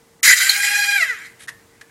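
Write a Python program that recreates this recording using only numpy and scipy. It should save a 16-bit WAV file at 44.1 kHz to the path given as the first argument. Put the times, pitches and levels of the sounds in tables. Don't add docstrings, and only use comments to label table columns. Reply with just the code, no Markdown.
import sys
import numpy as np
from scipy import signal
from scipy.fft import rfft, irfft, next_fast_len
from scipy.io import wavfile
from scipy.ndimage import uniform_filter1d, map_coordinates

SR = 44100
rng = np.random.default_rng(int(sys.argv[2]) if len(sys.argv) > 2 else 0)


def boost(x):
    u = np.asarray(x, float) / 20
    return 10 ** u


def generate_wav(signal):
    frames = np.transpose(np.atleast_2d(signal))
    scaled = np.clip(frames, -1, 1) * 32767
    pcm = np.round(scaled).astype(np.int16)
    wavfile.write(sys.argv[1], SR, pcm)


N = 83790

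# f/Hz, level/dB per Hz
AIR_COLOUR = [(20, -28), (50, -14), (110, -5), (400, -11), (600, -13.5), (1200, -17), (2200, -24),
              (8000, -23.5), (16000, -32.5)]
# f/Hz, level/dB
HUM_LINES = [(457.6, -61)]
# f/Hz, t60/s
ROOM_DECAY = [(500, .35), (1800, 0.35), (5000, 0.13), (14000, 0.42)]
# start t/s, top t/s, end t/s
RUB_TIMES = (1.39, 1.42, 1.465)
# f/Hz, level/dB per Hz
SKIN_COLOUR = [(590, -65), (1000, -26), (1780, -7), (2740, -16), (3520, -13), (4670, -21), (10600, -16),
               (15000, -44)]
# t/s, length/s, level/dB, ring f/Hz, hiss level/dB
HAND_KNOCKS = [
    (1.474, .003, -38, 1800, -8),
    (1.479, .015, -29, 1810, -3),
    (1.81, .009, -42, 1750, 1),
]
# f/Hz, level/dB
KNOCK_COLOUR = [(400, -44.5), (800, -7), (1300, 1), (2000, 1), (3600, -4.5), (7500, -7.5), (11000, -12),
                (16000, -29)]
# t/s, length/s, level/dB, ring f/Hz, hiss level/dB
SHELL_TICKS = [(.254, .006, -16, 1990, -18),
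                                                                                                            (.278, .02, -12, 2010, -18),
                                                                                                            (.31, .005, -9, 1990, -18),
                                                                                                            (.326, .011, -11, 1950, -15),
                                                                                                            (.62, .028, -22, 2030, -25),
                                                                                                            (.703, .012, -23, 2000, -25),
                                                                                                            (.492, .008, -10, 4200, -2),
                                                                                                            (1.252, .018, -40, 1900, -12)]
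# f/Hz, level/dB
SHELL_COLOUR = [(500, -48.5), (1100, -22.5), (1500, -7.5), (2500, -9.5), (3000, -14.5), (7000, -8),
                (11500, -13), (16000, -22)]
# f/Hz, width/Hz, level/dB
SHELL_RINGS = [(1609, 79, -2), (2011, 74, 7.5), (2156, 504, 4.5), (3115, 120, 8.5), (3970, 270, 5),
               (4840, 200, 2), (7020, 280, 2.5), (8970, 130, -13.5), (11190, 390, 2.5)]
# t/s, tooth rate f/Hz, whine level/dB, rattle level/dB
MOTOR_RUN = [(.2255, 423, -110, -61), (.2315, 444.8, -77, -12.5), (.285, 570.3, -62, -11),
             (.34, 626.7, -62, -15), (.352, 653, -41, -23), (.42, 745, -38.5, -14.5),
             (.47, 781, -37.5, -17.5), (.57, 807, -33, -23), (.75, 814.9, -27.5, -20.5),
             (.86, 812, -26.5, -24), (.968, 800.8, -26.5, -27), (1.03, 637, -29.5, -27),
             (1.048, 582, -43, -28), (1.11, 475, -36.5, -35), (1.2, 336.5, -48.5, -38),
             (1.27, 258, -58, -39.5), (1.29, 225.4, -76, -41), (1.42, 150, -110, -56.5)]
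# t/s, lead/teeth
GEAR_LEAD = [(.226, -5), (.612, .5), (.827, 3.5), (.9, 4), (.94, 4.5), (.99, 5.5), (1.4, 10)]
# level/dB, faster over slower gear/dB, once-a-turn swell start/turns
WHINE_LINES = [(13.5, -3, 0.099), (1.5, -4, 0.35), (-1.5, -2.5, 0.46), (-5, -5.5, .1), (-8, -1, .6),
               (-9.5, -6, .3), (-8.5, -4, .8), (-18, 1.5, 0.21), (-17, 0, .2), (-17, 4.5, .7)]
# from t/s, to t/s
HUSH_TIMES = [
    (.21, .228),
    (1.466, 1.473),
]

AIR_DB, ROOM_DB, RUB_DB = -54.5, -10.5, -41
TICK_RISE, TICK_FADE_S, TICK_GRIT_DB = .35, .006, 2.5
TICK_WIDTH, KNOCK_WIDTH = .11, .2
HIGH_FALL_DB, TEETH = 0.7, 57
SWELL, UNSTEADY_DB, JITTER_TEETH = .45, 3, .04
COAST_S, SLACK, COAST_DB = 1, 2.9, 6.5
HAND_DB = 11
GATED, LUMPY_DB, FAST_LUMPY_DB = 0.2, 1.5, 1
PATCHY_DB = 3
BRIGHTEN, SPLIT_HZ = .55, 2800
TOP_HZ = 16100
HUSH_HZ = 1400
SPARSE_HZ, SPARSE_DB = 12600, -10


def unit(x):
    return x / np.sqrt(np.mean(x ** 2) + 1e-20)


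def along(points, hz):
    f, v = np.transpose(points)
    return np.interp(np.log(hz + 1), np.log(f + 1), v)


def curves(rows):
    s, *columns = np.transpose(rows)
    return [np.interp(np.arange(N) / SR, s, column) for column in columns]


def wobble(rate):
    at = np.arange(0, N + 64, 32)
    knots = rng.standard_normal(999)
    return np.interp(np.arange(N), at, map_coordinates(knots, [at * rate / SR]))


def filtered(x, response):
    m = next_fast_len(N + 8192, real=True)
    return irfft(rfft(x, m) * response(np.fft.rfftfreq(m, 1 / SR)), m)[..., :N]


def ring(f, hz, width_hz):
    return 1j * f * width_hz / (hz * hz - f * f + 1j * f * width_hz)


def patchy(x, db):
    z = signal.stft(x, nperseg=512)[2]
    field = uniform_filter1d(rng.standard_normal(z.shape), size=7, axis=0)
    field = uniform_filter1d(field, size=6, axis=1)
    return signal.istft(z * boost(db * unit(field)), nperseg=512)[1][:N]


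def floor():
    air = unit(filtered(rng.standard_normal(N), lambda f: boost(along(AIR_COLOUR, f))))
    t = np.arange(N) / SR
    hum = np.zeros(N)
    for hz, db in HUM_LINES:
        level = boost(db + 3 + 1.5 * wobble(24))
        hum += level * np.sin(2 * np.pi * (hz * t + .12 * wobble(4.3)))
    return boost(AIR_DB + .8 * wobble(4.4)) * air + hum


def room(x):
    hz, t, z = signal.stft(rng.standard_normal(SR // 2), SR, nperseg=256)
    decay = boost(-60 * t / along(ROOM_DECAY, hz)[:, None])
    tail = signal.istft(z * decay, SR, nperseg=256)[1]
    delayed = np.pad(x, (200, 0))
    return signal.fftconvolve(delayed, tail / np.linalg.norm(tail))[:N]


def rub():
    start, top, end = RUB_TIMES
    stroke, = curves([(start, 0), (start + .008, .6), (top, 1), (end - .02, .6), (end, 0)])
    grit = rng.standard_normal(N) * boost(2.58 * wobble(200))
    return boost(RUB_DB) * stroke * unit(filtered(grit, lambda f: boost(along(SKIN_COLOUR, f)) * (f > 900)))


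def ticks(rows, width, colour):
    out, t = np.zeros(N), np.arange(N) / SR
    for s, length, db, hz, hiss_db in rows:
        rise = np.clip((t - s) / (TICK_RISE * length), 0, 1)
        burst = rise * np.exp(-np.clip(t - s - length, 0, 1) / TICK_FADE_S)
        noise = rng.standard_normal(N)
        tone = unit(filtered(noise, lambda f: ring(f, hz, width * hz) ** 2))
        grit = noise * boost(TICK_GRIT_DB * wobble(300))
        edge = unit(filtered(grit, lambda f: boost(along(colour, f))))
        out += boost(db) * burst * (tone + boost(hiss_db) * edge)
    return out


def shell(f):
    rings = sum(boost(db) * ring(f, hz, width) for hz, width, db in SHELL_RINGS)
    return boost(along(SHELL_COLOUR, f)) * (1 + rings)


def whine(tooth_hz, teeth, coast):
    lead = uniform_filter1d(curves(GEAR_LEAD)[0], size=900)
    play = JITTER_TEETH * (1 + SLACK * coast)
    slow_drift, fast_drift = play * wobble(45), play * wobble(45)
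    held_db = HAND_DB * coast * np.log2(tooth_hz.max() / tooth_hz)
    high = [(WHINE_LINES[-1][0] - HIGH_FALL_DB * k, -4, rng.random()) for k in range(1, 11)]
    out = np.zeros(N)
    for k, (db, fast_db, start) in enumerate(list(WHINE_LINES) + high, start=1):
        phase = rng.random()
        chance = 1 - 1 / (k + .5)
        swell = 1 + chance * SWELL * np.cos(2 * np.pi * (teeth / TEETH - start))
        pair = np.zeros(N)
        for gear, drift, over_db in [(teeth, slow_drift, 0), (teeth + lead, fast_drift, fast_db)]:
            level = boost(over_db + chance * UNSTEADY_DB * wobble(30.04))
            pair += level * np.sin(2 * np.pi * (k * (gear + chance * drift) + phase))
        gain_db = held_db if k == 1 else COAST_DB * coast * (k > 2)
        out += boost(db + gain_db) * swell * pair * (k * tooth_hz < TOP_HZ)
    return out


def rattle(teeth):
    gate = 1 - GATED + GATED * (1 + np.cos(2 * np.pi * teeth)) ** 2
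    lumps = boost(LUMPY_DB * wobble(35) + FAST_LUMPY_DB * wobble(160))
    return unit(gate * lumps * patchy(rng.standard_normal(N), PATCHY_DB))


def gears():
    tooth_hz, whine_db, rattle_db = curves(MOTOR_RUN)
    teeth = np.cumsum(uniform_filter1d(tooth_hz, size=600)) / SR
    coast = np.clip((np.arange(N) / SR - COAST_S) / 0.011, 0, 1)
    both = boost(whine_db) * whine(tooth_hz, teeth, coast) + boost(rattle_db) * rattle(teeth)
    treble = filtered(both, lambda f: 1 / (1 + (SPLIT_HZ / (f + 1)) ** 6))
    both = both + (boost(BRIGHTEN * np.minimum(rattle_db + 22, 0)) - 1) * treble
    loss = np.sqrt(np.mean(abs(shell(np.arange(0., SR / 2, 10))) ** 2))
    return filtered(both, shell) / loss


def scene():
    shell_ticks = ticks(SHELL_TICKS, TICK_WIDTH, SHELL_COLOUR)
    hand_knocks = ticks(HAND_KNOCKS, KNOCK_WIDTH, KNOCK_COLOUR)
    toy = gears() + shell_ticks + hand_knocks + rub()
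    return np.tile(toy + boost(ROOM_DB) * room(toy) + floor(), (2, 1))


def band_limit(x):
    return signal.sosfilt(signal.butter(12, 16180, fs=SR, output="sos"), x)


def record(dry):
    t = np.arange(N) / SR
    hush = uniform_filter1d(sum(1. * (t > a) * (t < b) for a, b in HUSH_TIMES), size=60)
    x = dry - filtered(hush * dry, lambda f: 1 / (1 + (HUSH_HZ / (f + 1)) ** 12))
    hz, _, z = signal.stft(np.clip(x, -1, 1), SR, nperseg=1024)
    treble = z[:, (hz > 5000) & (hz < SPARSE_HZ)]
    treble_rms = np.sqrt(np.mean(abs(treble) ** 2, axis=1, keepdims=True))
    weak = (abs(z) < boost(SPARSE_DB) * treble_rms) & (hz[:, None] > SPARSE_HZ)
    thinned = np.where(weak, .05 * z, z) * (hz[:, None] < TOP_HZ)
    x = signal.istft(thinned, SR, nperseg=1024)[1][:, :N]
    return band_limit(x)


dry = scene()
out = record(dry)
generate_wav(out)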